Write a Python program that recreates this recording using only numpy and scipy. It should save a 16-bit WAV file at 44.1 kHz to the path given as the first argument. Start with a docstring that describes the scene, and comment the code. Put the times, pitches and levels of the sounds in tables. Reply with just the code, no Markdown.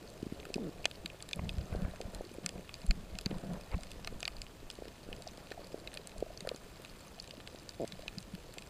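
"""Under a pier, over a shallow reef, a small camera drifts in a sealed hand-held housing.
Snapping shrimp crackle near and far: each snap excites the damped modes of the housing wall.
Fish pop and grunt as swim bladders twitch, heard as short wavelets, over coloured sea noise.
The housing rubs, knocks and rumbles: filtered noise, slow pushes and one ringing case mode.
Once a faint swish rises: a gliding tone modulated by noise."""
import sys
import numpy as np
from scipy import signal
from scipy.fft import rfft, irfft
from scipy.io import wavfile

SR = 44100
rng = np.random.default_rng(int(sys.argv[2]) if len(sys.argv) > 2 else 0)


def invert_db(x):
    """Field ratio 10**(x/20) for x, a level in decibels (scalar or array-like)."""
    u = np.asarray(x, float) / 20
    return 10 ** u


def wav_record(signal):
    """Record a signal, one row per channel, as 16-bit PCM in the file named by sys.argv[1]."""
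    frames = np.transpose(np.atleast_2d(signal))
    bounded = np.clip(frames, -1, 1)
    # unit amplitude maps onto the largest positive 16-bit level
    quanta = np.round(bounded * 32767).astype(np.int16)
    wavfile.write(sys.argv[1], SR, quanta)


N = 383229
TIME = np.arange(N) / SR  # s

# modes of the housing wall: (frequency [Hz], mean level [dB], mean-tuning decay t60 [s])
WALL = [(696, -6, 0.019), (1203, -10, 0.035), (1460, -2.5, 0.014), (1795, -4, 0.021), (2036, -2.5, 0.0087),
        (2190, -4, 0.016), (2491, -0.5, 0.017), (2930, 7, 0.0035), (3540, -2.5, 0.011), (3960, -0.5, 0.014),
        (4410, 4.5, 0.0085), (4934, 4.5, 0.0068), (6270, -2, 0.0089), (7430, 2, 0.0074),
        (8750, 3.5, 0.0043), (9950, -1.5, 0.0081), (11270, -5.5, 0.006), (13240, -5.5, 0.0073),
        (14800, -13, 0.0032)]
CASE_HZ, CASE_T60_S = 181, 0.066  # the ringing mode of the whole case


def rms_one(x):
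    """Normalisation of the mean power: scales to unit rms."""
    return x / np.sqrt(np.mean(x ** 2) + 1e-20)


def band(x, low_hz, high_hz):
    """Band-pass filtering by a Butterworth resonator."""
    return signal.sosfilt(signal.butter(2, [low_hz, high_hz], "band", fs=SR, output="sos"), x)


def ring(clicks, hz, t60):
    """Impulse response of a damped resonator: a unit click starts a decaying sine of height 1."""
    radius = invert_db(-60 / (t60 * SR))
    angle = 2 * np.pi * hz / SR
    poles = [1, -2 * radius * np.cos(angle), radius * radius]
    return signal.lfilter([0, np.sin(angle)], poles, clicks + 1e-18)  # the offset avoids denormals


def drift(rate):
    """Slow random modulation: lines join normal values of spread 1, rate of them per second."""
    knots = rng.standard_normal(1000)
    return np.interp(TIME * rate, np.arange(len(knots)), knots)


def grains(per_s, spread_db):
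    """Random impulse process: clicks of either sign at chance moments, many small and few large."""
    size_db = spread_db * np.minimum(rng.exponential(1, N), 4.0)
    sizes = invert_db(size_db) * rng.choice([-1, 1], N)
    return sizes * (rng.random(N) < per_s / SR)


def add(out, s, shape, peak_db):
    """Linear superposition: lays a short shape into the track at its peak level."""
    i = int(s * SR)
    scaled = invert_db(peak_db) * shape / np.abs(shape).max()
    out[i:i + len(shape)] += scaled[:N - i]


def twitch(hz, cycles, lean):
    """Pulsation of a swim bladder: a Gaussian wavelet, returned with the time of its centre."""
    span = np.clip(cycles, .7, 6) / hz
    u = TIME[:2200] - span
    return np.exp(-(u / (0.36 * span)) ** 2) * np.cos(2 * np.pi * hz * u + lean), span


def blips(per_s, low_hz, high_hz, cycles):
    """Resonators in cascade: random clicks, dealt to six pitches, ring softly; rms 1."""
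    clicks = grains(per_s, spread_db=4.0)
    dealt = rng.integers(0, 6, N)
    total = np.zeros(N)
    for k, hz in enumerate(np.geomspace(low_hz, high_hz, 6)):
        once = ring(clicks * (dealt == k), hz, cycles / hz)
        total += ring(once, hz, cycles / hz) * hz  # ringing twice softens the onset
    return rms_one(total)


def effort(start, length, level_db, rest_db):
    """Addition of powers: movements rise quickly, hold and die away over the still hand's level."""
    rise_s, fall_s = 0.011, 0.033
    coarse = TIME[::100]
    since = coarse - start[:, None]
    rise = np.clip(since / rise_s, 0, 1)
    fall = np.exp(-np.maximum(since - length[:, None], 0) / fall_s)
    power = invert_db(rest_db) ** 2 + invert_db(level_db) ** 2 @ (rise * fall) ** 2
    return np.interp(TIME, coarse, np.sqrt(power))


def water():
    """Spectral shaping of white noise: smooth sea noise and microphone hiss."""
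    # noise colour: (frequency [Hz], relative level [dB])
    sea_colour = [(12, -26), (20, -0.5), (163, -4.5), (301, -11), (660, -17.5), (897, -18.5), (2020, -26.5),
                  (2530, -21.5), (4540, -25.5), (5530, -28.5), (7520, -28), (12100, -37), (13500, -33),
                  (14700, -38), (16000, -36)]
    hz, level_db = np.transpose(sea_colour)
    f = np.maximum(np.fft.rfftfreq(N, 1 / SR), 1)
    colour = invert_db(np.interp(np.log(f), np.log(hz), level_db))
    return invert_db(-55.5) * rms_one(irfft(rfft(rng.standard_normal(N)) * colour, N))


def far_pops():
    """Random superposition of distant fish: soft pops between low and middle pitch."""
    return invert_db(-65.5) * blips(40, 320, 693, cycles=9.0)


def far_snaps():
    """Modal excitation by a crowd: each distant shrimp's click wakes the wall modes unevenly."""
    snaps_per_s = 600 * invert_db(3.4 * drift(2.6))
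    clicks = grains(snaps_per_s, spread_db=2.0)
    at = np.flatnonzero(clicks)
    out = np.zeros(N)
    for hz, level_db, t60 in WALL:
        tilt_db = -0.47 * np.log2(hz / 2500)
        luck_db = 8.1 * rng.standard_normal(len(at))
        struck = np.zeros(N)
        struck[at] = clicks[at] * invert_db(level_db + tilt_db + luck_db)
        out += ring(struck, hz, t60)
    return invert_db(-63) * rms_one(out)


def handling():
    """Stick-slip friction: a shifting grip gives lumpy sway, case ringing, fine creak and rubbing."""
    # shifts of the grip: (start [s], length [s], sway [dB], case ring [dB], creak [dB])
    grip_shifts = [(0, 0.71, -62, -76, -57.5), (0.536, 0.34, -60, -62.5, -58.5), (.9, 0.19, -54, -68, -60),
                   (1.355, 0.3, -47.5, -49, -55.5), (1.681, 0.22, -44, -50.5, -53),
                   (1.997, 0.21, -46, -58.5, -56), (2.42, 0.18, -56, -54, -55),
                   (2.827, 0.22, -48, -54.5, -63), (3.113, 0.16, -47.5, -60, -62),
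                   (3.294, 0.091, -47, -42.5, -50), (3.426, 0.1, -52, -42.5, -48.5),
                   (3.56, 0.053, -54, -58, -53.5), (3.732, 0.43, -49, -57, -69),
                   (4.296, 0.44, -53, -74, -74), (5.051, 0.16, -53, -70, -58.5),
                   (5.494, 0.59, -66, -74, -60), (6.15, 0.34, -56, -70, -62), (7.892, 0.51, -55, -65, -74)]
    # skin rubbing along the case: (start [s], length [s], level [dB])
    skin_rubs = [(1.358, .08, -68), (1.68, 0.3, -63.5), (2.04, 0.15, -61), (3.298, 0.1, -60.5),
                 (3.445, 0.12, -61.5), (6.442, 0.083, -63)]
    start, length, sway_db, case_db, creak_db = np.transpose(grip_shifts)
    jerks = np.clip(drift(25.0), -2, 2)  # the hand moves in jerks that all layers feel
    sway = band(rng.standard_normal(N), 5, 47) * invert_db(4 * jerks)
    case_slips = grains(1200, spread_db=3.0)
    case = ring(band(case_slips, 81, 284) * invert_db(3.4 * jerks), CASE_HZ, CASE_T60_S)
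    slips = grains(900, spread_db=4.0) * invert_db(1.2 * jerks)
    creak = ring(band(slips, 264, 598), 706, 0.014) + 4.7 * band(slips, 250, 960)
    rub = blips(1500, 840, 1837, cycles=11.0) * invert_db(2.2 * jerks)
    # the last argument of effort is the level of a still hand [dB]
    return (effort(start, length, sway_db, -62) * rms_one(sway)
            + effort(start, length, case_db, -68.5) * rms_one(case)
            + effort(start, length, creak_db, -63) * rms_one(creak)
            + effort(*np.transpose(skin_rubs), -68) * rms_one(rub))


def swish():
    """Amplitude modulation: gritty noise on a rising tone makes a narrow band that swells and fades."""
    # (start [s], length [s], level of the modulating noise [dB], first pitch [Hz], last pitch [Hz])
    glide = (1.63, .34, -61, 1200, 1850)
    start, length, level_db, first_hz, last_hz = glide
    progress = np.clip((TIME - start) / length, 0, 1)
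    phase = 2 * np.pi * np.cumsum(first_hz + (last_hz - first_hz) * progress) / SR
    flutter = rms_one(band(rng.standard_normal(N), 9, 150))  # sidebands reach about 150 Hz each way
    swell = np.sqrt(np.sin(np.pi * progress).clip(0))
    return invert_db(level_db) * swell * flutter * np.sin(phase)


def knocks():
    """Impact and free vibration: a rasp as the grip slips, a slow push in and back, a ringing case."""
    # knocks on the housing: (middle of the push [s], peak level [dB], push length [s],
    # rasp gain [dB], rasp growth time [s])
    housing_knocks = [(1.395, -28, .012, -8, .0025), (1.423, -34, .012, -30, .004),
                      (1.437, -33, .012, -30, .004), (1.457, -36, .01, -8, .0025),
                      (1.472, -34, .014, -30, .004), (1.513, -36, .018, -30, .004),
                      (1.545, -37, .016, -30, .004), (1.586, -26, .016, -30, .004),
                      (1.617, -33, .014, -30, .004), (1.729, -26, .012, -20, .008),
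                      (1.764, -31, .014, -25, .004), (1.851, -27, .014, -18, .004),
                      (1.886, -34, .016, -20, .004), (2.056, -35, .012, -25, .004),
                      (2.898, -18, .032, -42, .004), (3.265, -23, .0065, -16, .003),
                      (3.722, -38, .03, -30, .004), (3.747, -23, .016, -17, .016)]
    # light bumps that ring the case: (centre [s], peak level [dB])
    light_bumps = [(1.052, -44), (1.422, -36), (1.44, -39.5), (1.472, -39), (1.793, -37.5), (1.826, -30),
                   (1.899, -53), (2.448, -38), (2.466, -42.5), (2.848, -39), (2.877, -56), (2.923, -37),
                   (2.979, -39.5), (3.153, -43), (3.33, -32), (3.506, -39), (3.542, -42), (3.77, -35.5),
                   (6.427, -44.5), (7.935, -41), (8.179, -36.5), (8.342, -35)]
    rebound = 0.98  # how far the swing back outweighs the swing before
    t = TIME[:9000] - .04
    out = np.zeros(N)
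    case = np.sin(2 * np.pi * CASE_HZ * t) * invert_db(-60 * t / CASE_T60_S) * np.clip(t * CASE_HZ, 0, 1)
    for s, peak_db, length, rasp_db, rasp_s in housing_knocks:
        u = t / (0.21 * length)
        push = (u * u - 1 + rebound * u) * np.exp(-u * u / 2)
        grit_swell = np.exp(np.where(t < 0, t / rasp_s, -t / 0.0011))
        grit = rng.standard_normal(len(t)) ** 3 * grit_swell
        rasp = 2 * band(grit, 300, 1000) + band(band(grit, 1300, 2600), 1300, 2600)
        add(out, s + t[0], push + invert_db(-6.5) * case + invert_db(rasp_db) * rasp, peak_db)
    for s, peak_db in light_bumps:
        add(out, s + t[0] - .006, case, peak_db)  # the ring starts 6 ms ahead of the centre
    return out


def grunts():
    """Pulse-train excitation: twitches space out as the muscle tires; the lowest wall mode rings along."""
    # trains of swim-bladder twitches:
    # (start [s], length [s], first gap [s], last gap [s], mid-train peak level [dB])
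    trains = [(.589, .108, .0037, .0072, -35), (7.7995, .0475, .0056, .01, -27)]
    # twitch of each train: (pitch [Hz], length [cycles], lean [rad], unevenness [0-1])
    train_twitches = [(240, .9, 1.0, .06), (390, .85, -1.0, .01)]
    swell_db = 2.5  # growth over the whole train
    out = np.zeros(N)
    for train, (hz, cycles, lean, uneven) in zip(trains, train_twitches):
        start, length, first_gap, last_gap, peak_db = train
        progress = (TIME - start) / length
        gap = first_gap + (last_gap - first_gap) * np.clip(progress, 0, 1)
        active = (progress >= 0) & (progress < 1)
        count = np.cumsum(active / gap) / SR
        at = np.flatnonzero(np.diff(np.ceil(count)))  # a twitch at each whole count
        shape, centre = twitch(hz, cycles, lean)
        shape = shape + invert_db(-31) * ring(shape, WALL[0][0], .02)
        shape = band(shape, 100, 2000)  # a small bladder radiates no deep bass
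        for i, (late, loud) in zip(at, uneven * rng.standard_normal((len(at), 2))):
            level_db = peak_db + swell_db * (progress[i] - .5) + 20 * loud
            add(out, i / SR - centre + late * gap[i], shape, level_db)
    return out


def pops():
    """Bladder resonance: each pop is one twitch of the swim bladder with a weak after-ring."""
    # fish pops: (centre [s], peak level [dB], pitch [Hz], length [cycles, later held to 0.7-6])
    fish_pops = [(0.045, -48, 423, 5.6), (0.201, -46, 288, 1.3), (0.231, -27.5, 257, 1.14),
                 (0.268, -30, 240, 1.1), (0.325, -29.5, 243, 1.13), (0.347, -50, 338, 2.8),
                 (0.399, -45, 422, 7.4), (0.413, -46, 384, 1.3), (0.469, -42, 399, 2.9),
                 (0.504, -32.5, 420, 1.3), (0.5592, -31, 278, 1.1), (0.5643, -25.5, 276, 1.25),
                 (0.582, -30, 533, 1.26), (1.147, -42, 546, 2.3), (1.751, -28, 486, 1.6),
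                 (1.882, -38, 246, 1.1), (1.939, -41, 655, 5.6), (2.006, -30, 525, 1.9),
                 (2.023, -42, 412, 3.7), (2.081, -44, 214, 2.2), (2.136, -39.5, 546, 2.8),
                 (2.169, -45, 285, 0.62), (2.21, -29.5, 530, 1.75), (2.244, -43, 351, 1.7),
                 (2.316, -41.5, 385, 2.3), (2.386, -32.5, 384, 1.4), (2.497, -45, 466, 0.71),
                 (2.584, -45, 513, 1.5), (2.599, -51, 383, 1.1), (3.314, -28, 320, 0.58),
                 (3.522, -37, 318, 0.33), (3.598, -45, 484, 1.3), (3.79, -41, 660, 5.1),
                 (3.96, -43, 327, 0.58), (3.995, -40.5, 417, 0.51), (4.127, -37.5, 354, 1),
                 (4.631, -41, 382, 1.1), (4.789, -37, 434, 1.8), (4.823, -32.5, 493, 1.7),
                 (4.856, -41, 463, 2.3), (4.88, -40.5, 390, 2), (5.09, -37, 340, 1.2),
                 (5.128, -42, 466, 3.1), (5.187, -44, 433, 4.2), (5.272, -37.5, 700, 5.3),
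                 (5.381, -40.5, 424, 0.94), (5.516, -33.5, 514, 1.8), (5.579, -38, 716, 5.5),
                 (5.595, -40, 500, 1.7), (5.745, -28.5, 463, 1.67), (5.998, -43, 450, 3),
                 (6.164, -47, 634, 6.3), (6.227, -22, 495, 2.07), (6.266, -42, 654, 6.8),
                 (6.306, -41, 636, 7), (6.409, -44, 457, 1.1), (6.452, -35, 596, 3.2),
                 (6.475, -29.5, 540, 3.1), (6.517, -29, 516, 3.3), (6.547, -37, 342, 0.93),
                 (6.8, -44, 417, 2.1), (7.284, -44, 530, 1.7), (7.381, -43, 268, 2),
                 (7.548, -37, 375, 0.97), (7.995, -37.5, 527, 2.9), (8.037, -44, 636, 6.5),
                 (8.062, -41, 510, 1.3), (8.112, -47, 319, 0.8), (8.575, -40.5, 540, 1.3)]
    out = np.zeros(N)
    for s, peak_db, hz, cycles in fish_pops:
        shape, centre = twitch(hz, cycles, np.pi / 2)
        after_ring = ring(shape, hz, 0.036) * hz / SR * 2 * np.pi
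        add(out, s - centre, shape + invert_db(-28.5) * after_ring, peak_db)
    return out


def near_snaps():
    """Modal superposition: each snap strikes every wall mode in its own way; scattered copies trail it."""
    # near shrimp snaps: (time [s], peak level [dB], brightest frequency [Hz],
    # focus, by its size the loss one octave away [dB], delay of the bounce off nearby rock [ms])
    shrimp_snaps = [(0.0275, -47, 1500, -0.5, 0.65), (0.101, -42.0, 6440, 11, 0.21),
                    (0.226, -42.5, 2690, -1, 0.65), (0.3993, -38, 2690, 10, 0.28),
                    (0.4291, -44, 2020, 38, 0.33), (0.4529, -36, 1750, 18, 0.26),
                    (0.5412, -23.5, 3960, 6, 0.38), (0.5573, -37.5, 11530, 1, 0.05),
                    (0.8437, -32, 2690, 28, 0.39), (0.855, -10.5, 2350, 3.5, 0.35),
                    (0.9124, -31.5, 3540, 30, 0.09), (1.0594, -24.5, 3960, 10.5, 0.09),
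                    (1.1002, -38.5, 2440, 17, 0.37), (1.2043, -38.5, 2960, 22, 0.61),
                    (1.2246, -29.5, 5750, 14, 0.091), (1.2894, -35, 5300, 5, 0.09),
                    (1.311, -36, 14000, 0, 0.046), (1.3315, -20, 3300, 9, 0.33),
                    (1.3589, -37, 12700, 4, 0.096), (1.4923, -25.5, 3220, 18, 0.35),
                    (1.5829, -38.5, 4810, 3, 0.05), (1.6124, -42, 2440, 7, 0.28),
                    (1.758, -42, 3960, 6, 0.64), (1.8192, -41.5, 3590, 1.5, 0.07),
                    (1.9592, -42, 2690, 3, 0.12), (2.0137, -32, 3960, 15, 0.12),
                    (2.1475, -31, 7090, 3, 0.55), (2.3154, -45.5, 5400, 13, 0.35),
                    (2.444, -43, 3590, 15, 0.097), (2.4616, -17, 4550, 5.5, 0.13),
                    (2.491, -27.5, 4370, 1.5, 0.37), (2.6924, -34.5, 1820, 9, 0.36),
                    (2.741, -30, 5160, 7, 0.057), (2.7524, -42, 4370, 11, 0.076),
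                    (2.8168, -39, 4370, 5, 0.41), (2.865, -34, 6440, 8, 0.093),
                    (2.909, -18.5, 2210, 2.5, 0.43), (3.153, -39, 3590, 11, 0.1),
                    (3.187, -25, 8610, 1.5, 0.045), (3.2112, -33.5, 6440, 5, 0.079),
                    (3.2595, -21, 3730, 14, 0.15), (3.3113, -37.5, 2720, 28, 0.07),
                    (3.3832, -40.5, 5300, 3, 0.085), (3.5343, -41, 1500, 0, 0.29),
                    (3.6107, -42.0, 2690, 0, 0.35), (3.7153, -41.5, 2700, 3, 0.41),
                    (3.7796, -44.0, 4370, 15, 0.099), (3.8083, -42.5, 5840, 6, 0.48),
                    (3.8338, -34, 3960, 6.5, 0.11), (3.869, -44, 3590, 13, 0.13),
                    (3.9065, -42, 14000, 1, 0.046), (3.916, -33, 4370, 3, 0.36),
                    (4.0467, -30, 3620, 17, 0.13), (4.0738, -22.5, 1500, 0.5, 0.05),
                    (4.2045, -33, 4840, 19, 0.11), (4.2287, -24, 2120, 2.5, 0.35),
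                    (4.2531, -20.5, 3960, 9, 0.058), (4.278, -22, 2200, 3, 0.38),
                    (4.367, -37.5, 3960, 26, 0.14), (4.3831, -43.5, 3260, 8, 0.66),
                    (4.4173, -28.5, 4650, 4.5, 0.4), (4.7016, -28.5, 4400, 16, 0.086),
                    (4.7117, -38, 6440, 20, 0.23), (4.7532, -43.5, 4370, 4, 0.29),
                    (4.8538, -42, 1500, 26, 0.38), (4.882, -40.5, 4330, 3, 0.067),
                    (5.0314, -46.5, 1500, -1, 0.24), (5.1284, -31.5, 2200, 9, 0.36),
                    (5.1642, -41, 4370, 4, 0.6), (5.2216, -35, 8610, 1.5, 0.035),
                    (5.275, -33.5, 5260, 14, 0.18), (5.2857, -44.5, 3960, 11, 0.52),
                    (5.3739, -42.0, 3960, 6, 0.59), (5.4702, -42, 3220, 28, 0.45),
                    (5.5051, -41.0, 3960, 8, 0.093), (5.5178, -33.0, 1650, 3, 0.52),
                    (5.523, -41, 1500, 22, 0.27), (5.6436, -42, 4370, 28, 0.43),
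                    (5.67, -40.5, 10460, 5, 0.05), (5.7996, -44, 5300, 4, 0.23),
                    (5.874, -29.5, 3280, 11, 0.086), (5.9314, -43, 2440, 8, 0.52),
                    (5.941, -34.5, 4810, 5, 0.09), (5.9494, -41, 5300, 4, 0.07),
                    (5.9728, -27, 3960, 4, 0.067), (6.0723, -28.5, 6560, 7, 0.11),
                    (6.094, -42, 5840, 2, 0.05), (6.117, -42.5, 2960, 9, 0.083),
                    (6.1812, -38, 8610, 10, 0.033), (6.2039, -40.0, 3590, 0, 0.27),
                    (6.3746, -34, 4810, 11, 0.17), (6.4057, -31.5, 4300, 4.5, 0.47),
                    (6.4725, -33, 1510, 21, 0.22), (6.4902, -25, 4160, 9, 0.076),
                    (6.515, -42, 1500, 28, 0.18), (6.5612, -36.5, 6440, 7, 0.32),
                    (6.8197, -43, 14000, 20, 0.043), (6.8485, -32.5, 2400, 3.5, 0.34),
                    (6.8585, -44, 2440, 10, 0.46), (7.1887, -41, 1820, 3, 0.32),
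                    (7.1992, -30.0, 4750, 28, 0.41), (7.224, -40, 7090, 11, 0.52),
                    (7.242, -39.5, 14000, 1, 0.046), (7.2756, -39, 3590, 3, 0.29),
                    (7.2934, -44, 1820, 2, 0.27), (7.3087, -33, 3520, 18, 0.37),
                    (7.3698, -43.0, 4370, 5, 0.07), (7.4016, -39.5, 1500, 3, 0.062),
                    (7.4075, -47, 2600, 14, 0.26), (7.4742, -31.0, 3560, 7, 0.08),
                    (7.559, -41.5, 4300, 24, 0.09), (7.5872, -43.0, 4810, 28, 0.34),
                    (7.5974, -42.5, 4810, 11, 0.41), (7.6917, -31, 4810, 15, 0.16),
                    (7.8505, -40.5, 3260, 3, 0.54), (7.8769, -32.5, 5950, 6, 0.36),
                    (7.9218, -34.5, 3540, 13, 0.52), (7.9928, -44, 6440, 1, 0.39),
                    (8.022, -38.5, 4370, 4, 0.06), (8.08, -24.5, 2630, 8, 0.3),
                    (8.1837, -28.5, 4740, 26, 0.42), (8.204, -41, 5840, 6, 0.09),
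                    (8.2269, -40.5, 5300, 11, 0.32), (8.3505, -37.5, 4810, 1.5, 0.067),
                    (8.525, -46, 5300, 20, 0.23), (8.5389, -38.5, 14000, 12, 0.044),
                    (8.5829, -29.5, 3500, 5.5, 0.39), (8.5907, -41.5, 4810, 8, 0.11),
                    (8.622, -37.5, 3200, 28, 0.13), (8.6725, -46, 7820, 5, 0.05)]
    focus_limit_db, bounce_db = 17.5, -4.5  # the focus takes no more than the limit from any mode
    scatter_db, scatter_t60_s = -35, .011  # scatter off seabed and coral
    t, out = TIME[:900], np.zeros(N)
    hz, level_db, t60 = np.transpose(WALL)
    decay = invert_db(-60 * np.outer(1 / t60, t))
    decay *= 1 - np.exp(-t / 0.000041)  # the wall takes a moment to move
    count = len(WALL)
    polarity = (-1) ** np.arange(count)
    chance = rng.standard_normal((len(shrimp_snaps), 2 * count + len(t)))
    for (s, peak_db, bright_hz, focus_db, bounce_ms), luck in zip(shrimp_snaps, chance):
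        octaves = np.log2(np.maximum(hz, 1400) / bright_hz)
        loss_db = np.minimum(abs(focus_db) * octaves ** 2, focus_limit_db)
        strength = invert_db(level_db - loss_db + 2 * luck[:count]) * polarity
        tuning = hz * (1 + .02 * luck[count:2 * count])  # the angle of arrival shifts the modes
        shape = strength @ (np.sin(2 * np.pi * np.outer(tuning, t)) * decay)
        shape += invert_db(bounce_db) * np.interp(t - bounce_ms / 1000, t, shape, left=0)
        scatter = invert_db(scatter_db - 60 * t / scatter_t60_s) * (t > .0004)
        paths = luck[2 * count:] ** 3 * scatter  # cubing leaves a few strong echoes
        paths[0] = 1  # the direct sound
        add(out, s, signal.fftconvolve(shape, paths)[:len(t)], peak_db)
    return out


def scene():
    """Linear superposition of all sources at the one microphone."""
    background = water() + far_pops() + far_snaps()
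    housing = handling() + swish() + knocks()
    return (background + housing + grunts() + pops() + near_snaps())[None]


def top_cut(x):
    """Nothing passes above the cut-off."""
    return signal.sosfilt(signal.butter(12, 16490, fs=SR, output="sos"), x)


def record(dry):
    """Low-pass filtering: a steep Chebyshev filter takes the top down by at least 24 dB."""
    low_pass = signal.cheby2(14, 24, 15500, fs=SR, output="sos")
    mix = signal.sosfilt(low_pass, dry)
    return top_cut(mix)


dry = scene()
out = record(dry)
wav_record(out)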